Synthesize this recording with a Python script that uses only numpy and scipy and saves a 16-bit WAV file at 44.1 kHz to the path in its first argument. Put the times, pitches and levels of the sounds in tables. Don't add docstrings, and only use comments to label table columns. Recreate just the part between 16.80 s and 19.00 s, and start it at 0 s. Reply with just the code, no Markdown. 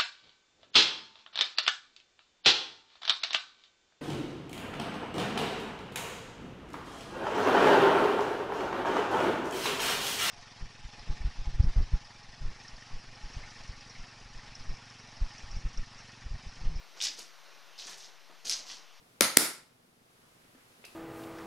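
import sys
import numpy as np
from scipy import signal
from scipy.fft import rfft, irfft, next_fast_len
from scipy.io import wavfile
from scipy.ndimage import uniform_filter1d, map_coordinates

SR = 44100
rng = np.random.default_rng(int(sys.argv[2]) if len(sys.argv) > 2 else 0)


def store_wav(level_fs):
    pcm = np.round(np.clip(np.atleast_2d(level_fs), -1, 1) * 32767)
    wavfile.write(sys.argv[1], SR, pcm.T.astype(np.int16))


def volts_from_db(level):
    exponent = np.asarray(level, float) / 20
    return 10 ** exponent


N = 97020


def unit(x):
    return x / np.sqrt(np.mean(x ** 2) + 1e-20)


def along(points, hz):
    f, values = np.transpose(points)
    return np.interp(np.log(hz + 1), np.log(f + 1), values)


def wobble(rate):
    return map_coordinates(rng.standard_normal(1000), [np.arange(N) * rate / SR])


def filtered(x, response):
    m = next_fast_len(N + 8192)
    return irfft(rfft(x, m) * response(np.fft.rfftfreq(m, 1 / SR)), m)[..., :N]


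def surf():
    # f/Hz, level/dB
    surf_spectrum = [(60, -19.5), (200, -17.5), (550, -8), (1200, -6), (2800, -8.5), (6100, -11.5),
                     (7600, -24.5), (15500, -30)]
    z = signal.stft(rng.standard_normal(N), nperseg=512)[2]
    patches = uniform_filter1d(rng.standard_normal(z.shape), 8, 0)
    patches = uniform_filter1d(patches, 16, 1)
    wash = signal.istft(z * volts_from_db(1.28 * unit(patches)), nperseg=512)[1][:N]
    wash = unit(filtered(wash, lambda hz: volts_from_db(along(surf_spectrum, hz))))
    swell_db = 0.74 * wobble(1.34)
    return volts_from_db(-57.5 + swell_db) * wash


def control(column, rest):
    # t/s, pressure level/dB, fine stone level/dB
    heels = [
        [(.15, -78, 2), (.172, -52, -12), (.201, -54, -8), (.206, -43, -9), (.216, -35, 2), (.255, -30, 0.5),
         (.28, -36, -3), (.305, -44, -2), (.355, -55, 5)],
        [(.968, -79, 2), (.978, -57, -3), (.992, -44, 1), (1.03, -50.5, 0), (1.045, -45.5, -7.5),
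         (1.06, -50, 7), (1.12, -47, 5), (1.15, -50, 3), (1.172, -60, 2.5)],
        [(1.64, -87, 0), (1.649, -42, 3), (1.668, -37.5, 3.5), (1.693, -43, 12), (1.70, -34.5, 11),
         (1.72, -34, 5), (1.76, -43.5, 6.5), (1.79, -46, 2), (1.85, -56, -2)],
    ]
    # t/s, pressure level/dB, fine stone level/dB
    toes = [
        [(.355, -58, -11), (.38, -48, 1), (.39, -45.5, 12), (.415, -50, 9), (.445, -58, 9), (.475, -64, 8),
         (.52, -75, -17)],
        [(1.172, -52, 11), (1.2, -52, 5), (1.25, -49.5, -5), (1.28, -60, 0), (1.33, -74, 0)],
        [(1.85, -58, -2), (1.87, -48, 0), (1.898, -47.5, 1), (1.904, -42.5, -1), (1.935, -46.5, -3),
         (1.98, -55, -2), (2.05, -69, -10)],
    ]
    out, t = np.full(N, rest, float), np.arange(N) / SR
    for step in heels + toes:
        rows = np.array(step)
        inside = (t >= rows[0, 0]) & (t <= rows[-1, 0])
        out[inside] = np.interp(t[inside], rows[:, 0], rows[:, column])
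    return out


def grains(per_s, size_db):
    chance, sign, size = rng.random((N, 3)).T
    hit = chance < per_s / SR
    return unit(hit * np.sign(sign - .5) * volts_from_db(-size_db * np.log(size + .03)))


def stones(clump):
    contacts_per_s, size_db, sharpness_q = 500, 6, 4.8
    out = np.zeros(N)
    for hz in np.geomspace(700, 15000, 24):
        ring = signal.iirpeak(hz, sharpness_q, fs=SR)
        out += unit(signal.lfilter(*ring, grains(contacts_per_s, size_db))) * np.sqrt(hz)
    return out * clump


def coloured(x, spectrum):
    cepstrum = irfft(np.log(volts_from_db(along(spectrum, np.fft.rfftfreq(4096, 1 / SR))) + 1e-6))
    causal = np.r_[cepstrum[0], 2 * cepstrum[1:2048], np.zeros(2048)]
    impulse = irfft(np.exp(rfft(causal)))[:2048]
    return signal.fftconvolve(x, impulse)[:N]


def shingle():
    # f/Hz, level/dB
    grit_spectrum = [(500, -30), (1000, -28), (2200, -12), (3800, -5), (5100, -1), (6300, -3), (7400, -12),
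                     (15500, -35.5)]
    # f/Hz, level/dB
    grind_spectrum = [(60, -28.5), (120, -11.5), (300, -3), (700, -1.5), (1500, -2.5), (3000, -9),
                      (6000, -61)]
    pressure_db, fine_db = control(column=1, rest=-90), control(column=2, rest=0)

    clump = volts_from_db(-0.23 * wobble(220))
    grit = unit(coloured(stones(clump), grit_spectrum))
    top = filtered(grit, lambda hz: 1 / (1 + (8000 / (hz + 1)) ** 8))
    clicks = grit + (volts_from_db(fine_db) - 1) * top

    shifting = grains(per_s=1100, size_db=3.0) * volts_from_db(3.2 * wobble(40.54))
    grind = unit(coloured(shifting, grind_spectrum))
    grind_db = np.where(pressure_db > -85, -59.5 + 0.45 * (pressure_db + 45), -120)
    return volts_from_db(pressure_db) * clicks + volts_from_db(grind_db) * grind


def thuds():
    # t/s, peak level/dB, f/Hz
    settlings = [(0.169, -45.5, 710), (0.242, -56, 150), (.25, -58, 590), (0.291, -59, 248),
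                 (0.383, -44.5, 427), (1.02, -50.5, 1130), (1.075, -38.5, 1270), (1.055, -50, 240),
                 (1.09, -49, 171), (1.11, -47, 826), (1.495, -46, 537), (1.643, -44.5, 376),
                 (1.662, -47, 149), (1.699, -51, 300), (1.775, -58, 490), (1.789, -54, 151),
                 (1.915, -48.5, 280)]
    push_t60, puff_t60, rise_s = .012, 0.11, 0.0019
    out, t = np.zeros(N + SR), np.arange(5000) / SR
    for s, db, hz in settlings:
        push = .5 * np.sin(2 * np.pi * hz * t) * volts_from_db(-60 * t / push_t60)
        band = signal.butter(2, (max(.5 * hz, 95), 2.18 * hz), "band", fs=SR)
        puff = unit(signal.lfilter(*band, rng.standard_normal(len(t)))) * volts_from_db(-60 * t / puff_t60)
        thud = (push + puff) * (1 - np.exp(-t / rise_s))
        out[round(s * SR):][:len(t)] += volts_from_db(db - 5) * thud
    return out[:N]


def clacks():
    # t/s, peak level/dB,
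    # f/Hz, ring t60/s
    pebbles = [(0.17, -51, 1110, .006), (.2036, -22, 3520, 0.039), (.2137, -17.5, 3650, 0.017),
               (.2377, -12, 5120, 0.0096), (0.2524, -17, 5310, 0.016), (0.27, -14.5, 4940, 0.012),
               (.2876, -21.5, 4900, 0.027), (.9797, -37, 5430, .004), (0.9837, -45, 6540, .004),
               (.9897, -24, 5030, 0.0085), (.998, -27.5, 4120, 0.018), (1.024, -32, 3250, 0.011),
               (1.07, -28.5, 6100, 0.022), (1.182, -45.5, 10350, 0.0085), (1.6542, -25.5, 6130, 0.0094),
               (1.6535, -35, 9400, .006), (1.667, -28, 4400, .015), (1.6961, -9, 5500, 0.0054),
               (1.6966, -24.5, 10400, .008), (1.7058, -23, 5900, 0.012), (1.7114, -14, 6330, 0.024),
               (1.7241, -13, 5880, 0.023), (1.732, -14, 5770, 0.028), (1.743, -24, 5100, 0.0087),
               (1.8675, -36.5, 5280, 0.012), (1.9008, -27.5, 3220, 0.013), (1.913, -31, 3440, 0.0092),
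               (1.9209, -37, 5840, 0.0062), (1.93, -33.5, 3650, 0.011)]
    modes = [(1, 0), (1.37, -12), (.76, -12)]
    crack_t60, ring_db, ring_rise_s = 0.0072, -12.5, 0.00034
    out, t = np.zeros(N + SR), np.arange(3000) / SR
    for s, db, hz, t60 in pebbles:
        ring = np.zeros(len(t))
        for ratio, level in modes:
            mode_db = level + 2 * rng.standard_normal() - 60 * t / t60
            ring += volts_from_db(mode_db) * np.sin(2 * np.pi * hz * ratio * t)
        ring *= 1 - np.exp(-t / ring_rise_s)

        chips = np.sin(2 * np.pi * hz * t) + 1.15 * rng.standard_normal(len(t))
        chips *= volts_from_db(-60 * t / crack_t60)
        band = signal.butter(1, (0.78 * hz, min(0.99 * hz, 14000)), "band", fs=SR)
        lowpass = signal.butter(4, max(7500, 1.65 * hz), fs=SR)
        crack = signal.lfilter(*lowpass, signal.lfilter(*band, chips))
        crack = 0.66 * crack / abs(crack).max()
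        out[round(s * SR):][:len(t)] += volts_from_db(db) * (volts_from_db(ring_db) * ring + crack)
    return out[:N]


def cave(x):
    # f/Hz, t60/s
    decay = [(200, 0.35), (2000, 0.28), (6000, 0.19), (14000, 0.045)]
    out = np.zeros(N + SR)
    for k in range(0, N, 4410):
        hz, t, z = signal.stft(rng.standard_normal(SR // 2), SR, nperseg=256)
        fade = volts_from_db(-60 * t / along(decay, hz)[:, None])
        tail = signal.istft(z * fade, SR, nperseg=256)[1]
        wet = signal.fftconvolve(x[k:k + 4410], tail / np.linalg.norm(tail))
        out[k + 90:][:len(wet)] += wet
    return out[:N]


def scene():
    wash = surf()
    feet = shingle() + thuds() + clacks()
    mono = wash + volts_from_db(-2.0) * feet + volts_from_db(-7.5) * cave(feet)
    return np.array([mono, mono])


def top_cut(x):
    return signal.sosfilt(signal.butter(12, 15770, fs=SR, output="sos"), x)


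def record(dry):
    top_hz, right_cut_hz, hiss_db = 15350, 116, -73
    hiss = volts_from_db(hiss_db) * rng.standard_normal((2, N))
    left, right = filtered(dry + hiss, lambda hz: hz < top_hz)
    right = filtered(right, lambda hz: 1j * hz / (right_cut_hz + 1j * hz))
    left = left - .00214
    return top_cut(np.array([left, right]))


dry = scene()
out = record(dry)
store_wav(out)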